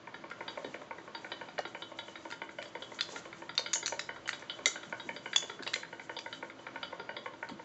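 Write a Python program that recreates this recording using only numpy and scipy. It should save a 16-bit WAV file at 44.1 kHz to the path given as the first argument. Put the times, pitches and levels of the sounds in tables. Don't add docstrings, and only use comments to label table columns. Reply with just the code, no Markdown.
import sys
import numpy as np
from scipy import signal
from scipy.fft import rfft, irfft
from scipy.io import wavfile
from scipy.ndimage import uniform_filter1d

SR = 44100
rng = np.random.default_rng(int(sys.argv[2]) if len(sys.argv) > 2 else 0)


def boost(x):
    u = np.asarray(x, float) / 20
    return 10 ** u


def file_out(sig):
    cols = np.atleast_2d(sig).T
    lim = np.clip(cols, -1, 1)
    pcm = np.round(lim * 32767).astype(np.int16)
    wavfile.write(sys.argv[1], SR, pcm)


N = 336924


def band(x, lo_hz, hi_hz, order=2):
    return signal.sosfilt(signal.butter(order, [lo_hz, hi_hz], "band", fs=SR, output="sos"), x)


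def unit(x):
    return x / np.sqrt(np.mean(x ** 2))


def noise():
    return rng.standard_normal(N)


def ring(x, hz, t60):
    pole = np.exp(2j * np.pi * hz / SR - np.log(1000) / (t60 * SR))
    return signal.lfilter([1], [1, -pole], x).imag


def contacts(count, last_s, rise_s):
    t = np.arange(900) / SR
    envelope = (1 - np.exp(-t / rise_s)) * np.exp(-t / last_s)
    force = rng.standard_normal((count, len(t))) * envelope
    return force / np.sqrt(np.sum(force ** 2, axis=1, keepdims=True))


def place(s, rows):
    out = np.zeros(N + rows.shape[1])
    start = (np.asarray(s)[:, None] * SR).astype(int)
    np.add.at(out, start + np.arange(rows.shape[1]), rows)
    return out[:N]


def walk(rate_hz):
    k = int(SR / rate_hz)
    steps = np.repeat(rng.standard_normal(N // k + 1), k)
    return unit(uniform_filter1d(uniform_filter1d(steps, k), k)[:N])


# f/Hz, level/dB per Hz
SHOP_AIR = [(18, -47), (30, -11.5), (333, -4), (570, 1.5), (829, -3.5), (910, -2), (1200, -3), (2260, -8.5),
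            (2610, -12), (3070, -10), (6950, -22), (8000, -37.5), (10400, -55), (17600, -120)]
# f/Hz, width/Hz, level/dB
CHIMNEY_MODES = [(118.6, 20, -67.5), (164.8, 5.9, -68.5), (216, 25, -67), (268, 8.6, -65.5),
                 (331, 12, -61.5), (586.4, 39, -65.5)]


def burner():
    hz, db = np.transpose(SHOP_AIR)
    f = np.fft.rfftfreq(N, 1 / SR) + 1
    colour = boost(np.interp(np.log(f), np.log(hz), db))
    air = unit(irfft(rfft(noise()) * colour, N))
    pipe = np.zeros(N)
    for centre, width, level in CHIMNEY_MODES:
        pipe += boost(level) * unit(band(noise(), centre - width / 2, centre + width / 2, order=1))
    breath_db = 1.4 * walk(3.8)
    return boost(-56 + breath_db) * air + pipe


# low f/Hz, high f/Hz, t60/s, level/dB
WALLS = [(147, 740, 0.61, -16.5), (670, 1780, 0.36, -17), (1460, 3300, 0.29, -17), (2830, 6400, 0.5, -18),
         (5300, 9000, 0.24, -4)]


def room(x):
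    t = np.arange(SR // 2) / SR
    shape = np.clip((t - 0.002) / 0.0093, 0, 1)
    for echo_s, db in [(0.0055, 6), (0.017, 1.2), (0.0225, 6)]:
        shape = shape + boost(db) * np.exp(-((t - echo_s) / 0.0011) ** 2)
    tail = np.zeros(len(t))
    for lo, hi, t60, db in WALLS:
        tail += boost(db - 26 - 60 * t / t60) * band(rng.standard_normal(len(t)), lo, hi)
    return signal.fftconvolve(x, tail * shape)[:N]


# t/s, level/dB
SCUFF_LEVEL = [(0.0, -85), (0.57, -71), (0.91, -75.5), (2.0, -71.5), (2.23, -63), (2.59, -71.5),
               (3.04, -67), (3.15, -55.5), (3.3, -71.5), (3.55, -72), (3.62, -77), (3.76, -55), (3.81, -59),
               (3.87, -56.5), (4.04, -66), (4.11, -71.5), (4.4, -71.5), (4.89, -67), (5.19, -72.5),
               (5.45, -62), (5.6, -73), (5.7, -58), (5.98, -73), (6.38, -66), (6.53, -75), (7.64, -73.5)]


def scuffs():
    s, db = np.transpose(SCUFF_LEVEL)
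    hiss = unit(band(noise(), 5500, 7700)) + boost(-2) * unit(band(noise(), 1500, 5300))
    flutter_db = 3.6 * walk(30)
    return hiss * boost(np.interp(np.arange(N) / SR, s, db) + flutter_db)


# t/s, level/dB, f/Hz, t60/s
FOOTFALLS = [(0.643, -34, 400, 0.14), (.67, -41.5, 242, 0.16), (1.588, -19, 620, 0.043),
             (3.14, -50, 217, 0.19), (3.12, -43, 600, 0.39), (3.158, -44, 455, .15), (3.85, -57, 75, 0.67),
             (4.1, -57, 72, 0.71), (4.66, -32.5, 460, 0.11), (4.86, -44, 217, 0.25), (5.05, -45, 232, 0.75),
             (5.434, -34, 470, 0.08), (5.6, -38, 316, 0.076), (7.489, -48, 255, 0.085),
             (7.505, -36, 206, .15)]


def thuds():
    out = np.zeros(N)
    t = np.arange(SR // 2) / SR
    for s, db, hz, t60 in FOOTFALLS:
        push = rng.standard_normal(len(t)) * (t / 0.0046).clip(0, 1) * boost(-60 * t / t60)
        boards = band(push, hz / 1.445, hz * 1.4) * np.sqrt(400 / hz)
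        out += place([s], boost(db + 15) * boards[None])
    return out


# t/s, peak level/dB, ring f/Hz, then ring, body and edge level/dB under the peak
GRIT_CRACKS = [(0.3007, -46, 2220, -10, 5, -20), (1.5883, -22.5, 1860, -7.5, -13, -31),
               (2.303, -44, 1500, 5, 3, -3.5), (2.312, -33, 1410, -12, -1, -25),
               (2.617, -40, 2360, 3.5, -2, -19), (2.6258, -37, 2000, -7, 4, -29),
               (2.9448, -36, 1390, -10, -15, -11.5), (3.0084, -10, 3504, -5.5, -15, -38),
               (3.5516, -48.5, 3600, 7, 4, 2), (3.5777, -5, 3676, -6, -18.5, -52),
               (3.7319, -31, 7450, 3.5, 4, 8), (3.7354, -15.5, 6500, -1.5, -12, -19),
               (3.7449, -27, 7070, 2, -13, -5.5), (3.8594, -13.5, 6460, -12.5, -17, -14),
               (3.8656, -18.5, 6770, -11, -11, -12.5), (3.8779, -23.5, 6040, -3, -4.5, -10),
               (3.9933, -21.5, 4000, -9, -2.5, -33.5), (4.2764, -39, 2150, -11, 8, 3.5),
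               (4.2839, -26.5, 1870, -7, -11, -15), (4.2906, -26, 2040, -6, 5, -20),
               (4.394, -45, 2200, -4, -4, -4.5), (4.4112, -56, 1710, -4, 11, 0),
               (4.6575, -6, 2064, -7, -24, -12), (4.897, -56, 1540, -7, 11, 5),
               (5.3602, -10, 3430, 1, -14, -7), (5.6246, -30.5, 1700, -4.5, -10, -18.5),
               (5.6325, -25.5, 1680, -14, -10, -30), (5.6754, -30.5, 3410, -5, 6.5, -25),
               (5.7344, -23.5, 1880, -10.5, -7, -9), (5.7391, -10.5, 2040, -6.5, -35, -19),
               (6.1881, -26, 3470, -4.5, -11, -41), (7.4882, -30.5, 1410, -10, -8, -24)]


def grit():
    s, peak, hz, ring_db, body_db, edge_db = np.transpose(GRIT_CRACKS)
    snap = contacts(len(s), last_s=0.0023, rise_s=0.00011)

    def sized(rows, db):
        return rows / np.abs(rows).max(axis=1, keepdims=True) * boost(peak + db)[:, None]

    middle = sized(band(snap, 3560, 4800), -6.5)
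    body = sized(band(snap, 1120, 3640), body_db + 3)
    edge = sized(band(snap, 5010, 6900), edge_db + 4)
    grains = np.array([ring(row, f, 0.025) for row, f in zip(snap, hz)])
    rings = sized(band(grains, 1000, 8000), ring_db - 4)
    return place(s, middle + body + edge + rings)


# f/Hz, t60/s, level under the knock/dB, level under the clack/dB
BOARD_MODES = [(214, 0.065, -16, -18.5), (333, 0.29, -14, -14), (427, .05, -5.5, -3),
               (514, 0.073, -4, -5.5), (579, 0.076, -0.5, -3.5), (691, 0.051, -7.5, -13.5),
               (734, 0.045, -7.5, -5), (928, 0.074, 0, 1), (1018, 0.044, -3, -3.5), (1088, 0.037, -1, -5)]
FRAME_MODES = [(1290, 0.021, -13.5, -8), (1411.4, 0.041, -9, -3.5), (1465, 0.029, 0, -8.5),
               (1620, 0.022, -3, -2), (1707, 0.027, -5, -5.5), (1864, .03, -5.5, -8),
               (2040, 0.028, -3.5, -4.5), (2280, 0.015, 2.5, -2)]
METAL_MODES = [(2880, 0.071, -2.5, -24.5), (3027, 0.066, 1, -3.5), (3320, 0.037, -20.5, -5.5),
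               (3430, 0.066, -8.5, -7), (3600, 0.035, -18.5, -6), (3798, 0.062, -20.5, -5.5),
               (3940, 0.029, -13, -8), (4280, 0.016, -27, -12), (4627, 0.038, -13.5, -9.5),
               (4832, 0.029, -18, -8)]
# low f/Hz, high f/Hz
RADIATED = [(170, 1400), (1100, 2600), (2800, 5100)]


def blows(table, column, bounce_s, bounce_db, part_db, scatter_db):
    s, blow, hard, metal = np.transpose(table)
    force = boost(bounce_db) * contacts(len(s), bounce_s, rise_s=0.0007)
    force[:, 0] = 1
    levels = (blow + part_db[0], blow + hard + part_db[1], blow + metal + part_db[2])
    out = np.zeros(N)
    for modes, edges, db in zip((BOARD_MODES, FRAME_MODES, METAL_MODES), RADIATED, levels):
        part = np.zeros(N)
        for k, mode in enumerate(modes):
            chance_db = scatter_db * rng.standard_normal(len(s))
            size = (-1) ** k * boost(db + mode[column] + chance_db)
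            part += ring(place(s, force * size[:, None]), mode[0], mode[1])
        out += band(part, *edges)
    return out


# t/s, blow level/dB, hardness/dB, metal ring level/dB
LINKAGE_CLACKS = [(0.141, -40, 2.5, -11), (0.312, -41.5, 6, -12), (0.479, -38.5, 2.5, 2),
                  (0.644, -39.5, 0.5, -6.5), (0.815, -41, -1.5, -18), (0.982, -41.5, 0, -19),
                  (1.148, -39, 5, -0.5), (1.317, -36, 2.5, -0.5), (1.485, -42.5, 0, -10),
                  (1.651, -35, -3, -8), (1.82, -39.5, -0.5, 0.5), (1.987, -36, -1, -1),
                  (2.155, -46, 7, -3.5), (2.322, -41.5, 5.5, -1.5), (2.49, -46.5, 6.5, -11),
                  (2.654, -45, -2.5, -1.5), (2.821, -40, -2, 1), (2.988, -49.5, 15, 10.5),
                  (3.159, -44.5, 10.5, -1.5), (3.327, -44, 6.5, -7), (3.492, -39, 5.5, -3.5),
                  (3.66, -41.5, 8.5, 6.5), (3.827, -39.5, 2.5, -2.5), (3.992, -47.5, 1, 11),
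                  (4.16, -42.5, 2, -14), (4.329, -39.5, 7.5, 3), (4.496, -45.5, 12.5, 12.5),
                  (4.664, -42.5, 14.5, 10), (4.83, -46.5, 5, 0.5), (4.997, -44, 3.5, 2),
                  (5.162, -40, 1, -0.5), (5.33, -56, 27, 20), (5.496, -40, 5.5, -1), (5.664, -40, 3, 0.5),
                  (5.83, -44.5, 9.5, -15), (5.995, -42, 4.5, -10.5), (6.165, -38, -10, 0.5),
                  (6.326, -47, 9, 10), (6.498, -51, 11.5, -4.5), (6.666, -39.5, 6.5, -12),
                  (6.829, -38.5, 4.5, 4), (6.996, -36, -0.5, -9.5), (7.165, -37, 0.5, -1),
                  (7.334, -45.5, -1, -11.5), (7.494, -40.5, -1, -5)]


def clacks():
    return blows(LINKAGE_CLACKS, column=3, bounce_s=0.0032, bounce_db=-4, part_db=(-5, 0, 0), scatter_db=2.5)


# t/s, blow level/dB, hardness/dB, metal ring level/dB
BIG_END_KNOCKS = [(0.072, -37.5, -8, -29), (0.239, -37, -10, -26), (0.406, -33.5, -5, -26),
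                  (0.574, -33, -6.5, -29), (0.742, -32.5, -2, -22), (0.909, -36, -3.5, -36),
                  (1.077, -37, -12, -31), (1.245, -36, -2.5, -34.5), (1.412, -34.5, -6, -20.5),
                  (1.58, -37, 1.5, -4), (1.748, -33.5, -3.5, -21), (1.917, -37.5, -16, -25),
                  (2.081, -39.5, -7, -11), (2.252, -34, -13, -22.5), (2.417, -34, -5.5, -12.5),
                  (2.585, -32.5, -5.5, -19), (2.751, -32, -8, -16), (2.918, -37, -10, -24),
                  (3.087, -39.5, -12, -18), (3.254, -38, -10, -19), (3.42, -35.5, -10, -25.5),
                  (3.589, -33.5, -6, -15.5), (3.755, -34.5, -1, -7), (3.923, -32, -7, -17),
                  (4.09, -32, -2.5, -19.5), (4.257, -41, -12, -6.5), (4.423, -40.5, -4, -20),
                  (4.589, -36, -10, -26.5), (4.757, -35, -1.5, -17), (4.925, -31, -7, -18.5),
                  (5.09, -32.5, -3, -17), (5.258, -34, -3, -15), (5.424, -37.5, -4.5, -11),
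                  (5.592, -42, -1.5, -19), (5.758, -36, -1, -4), (5.927, -36.5, -3, -19),
                  (6.094, -33, -4, -19), (6.26, -33.5, -4, -23), (6.426, -32.5, -6, -26),
                  (6.591, -39.5, -18, -17), (6.758, -37, -2.5, -16), (6.926, -33.5, -8.5, -33),
                  (7.091, -33, -3, -16), (7.259, -31.5, -6.5, -23), (7.427, -33.5, -1, -29),
                  (7.594, -39.5, -6, -24)]


def knocks():
    return blows(BIG_END_KNOCKS, column=2, bounce_s=0.002, bounce_db=-10, part_db=(-6, 2, 3), scatter_db=3.0)


def scene():
    engine = knocks() + clacks()
    cracks = grit()
    walls = room(boost(5) * engine + cracks)
    return (engine + cracks + walls + thuds() + scuffs() + burner())[None]


def low_pass(x):
    return signal.sosfilt(signal.butter(12, 8530, fs=SR, output="sos"), x)


def record(dry):
    x = signal.sosfilt(signal.ellip(8, 0.3, 75, 7600, fs=SR, output="sos"), dry)
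    top = signal.ellip(5, 0.5, 70, [7760, 8020], "band", fs=SR, output="sos")
    x = x + boost(-9) * signal.sosfilt(top, dry)
    for hz, q in [(5400, 30), (5400, 60), (7710, 70)]:
        x = signal.lfilter(*signal.iirnotch(hz, q, SR), x)
    x = signal.sosfilt(signal.butter(1, 60, "high", fs=SR, output="sos"), x)
    x = x + boost(-98) * rng.standard_normal(x.shape)
    return low_pass(x)


dry = scene()
out = record(dry)
file_out(out)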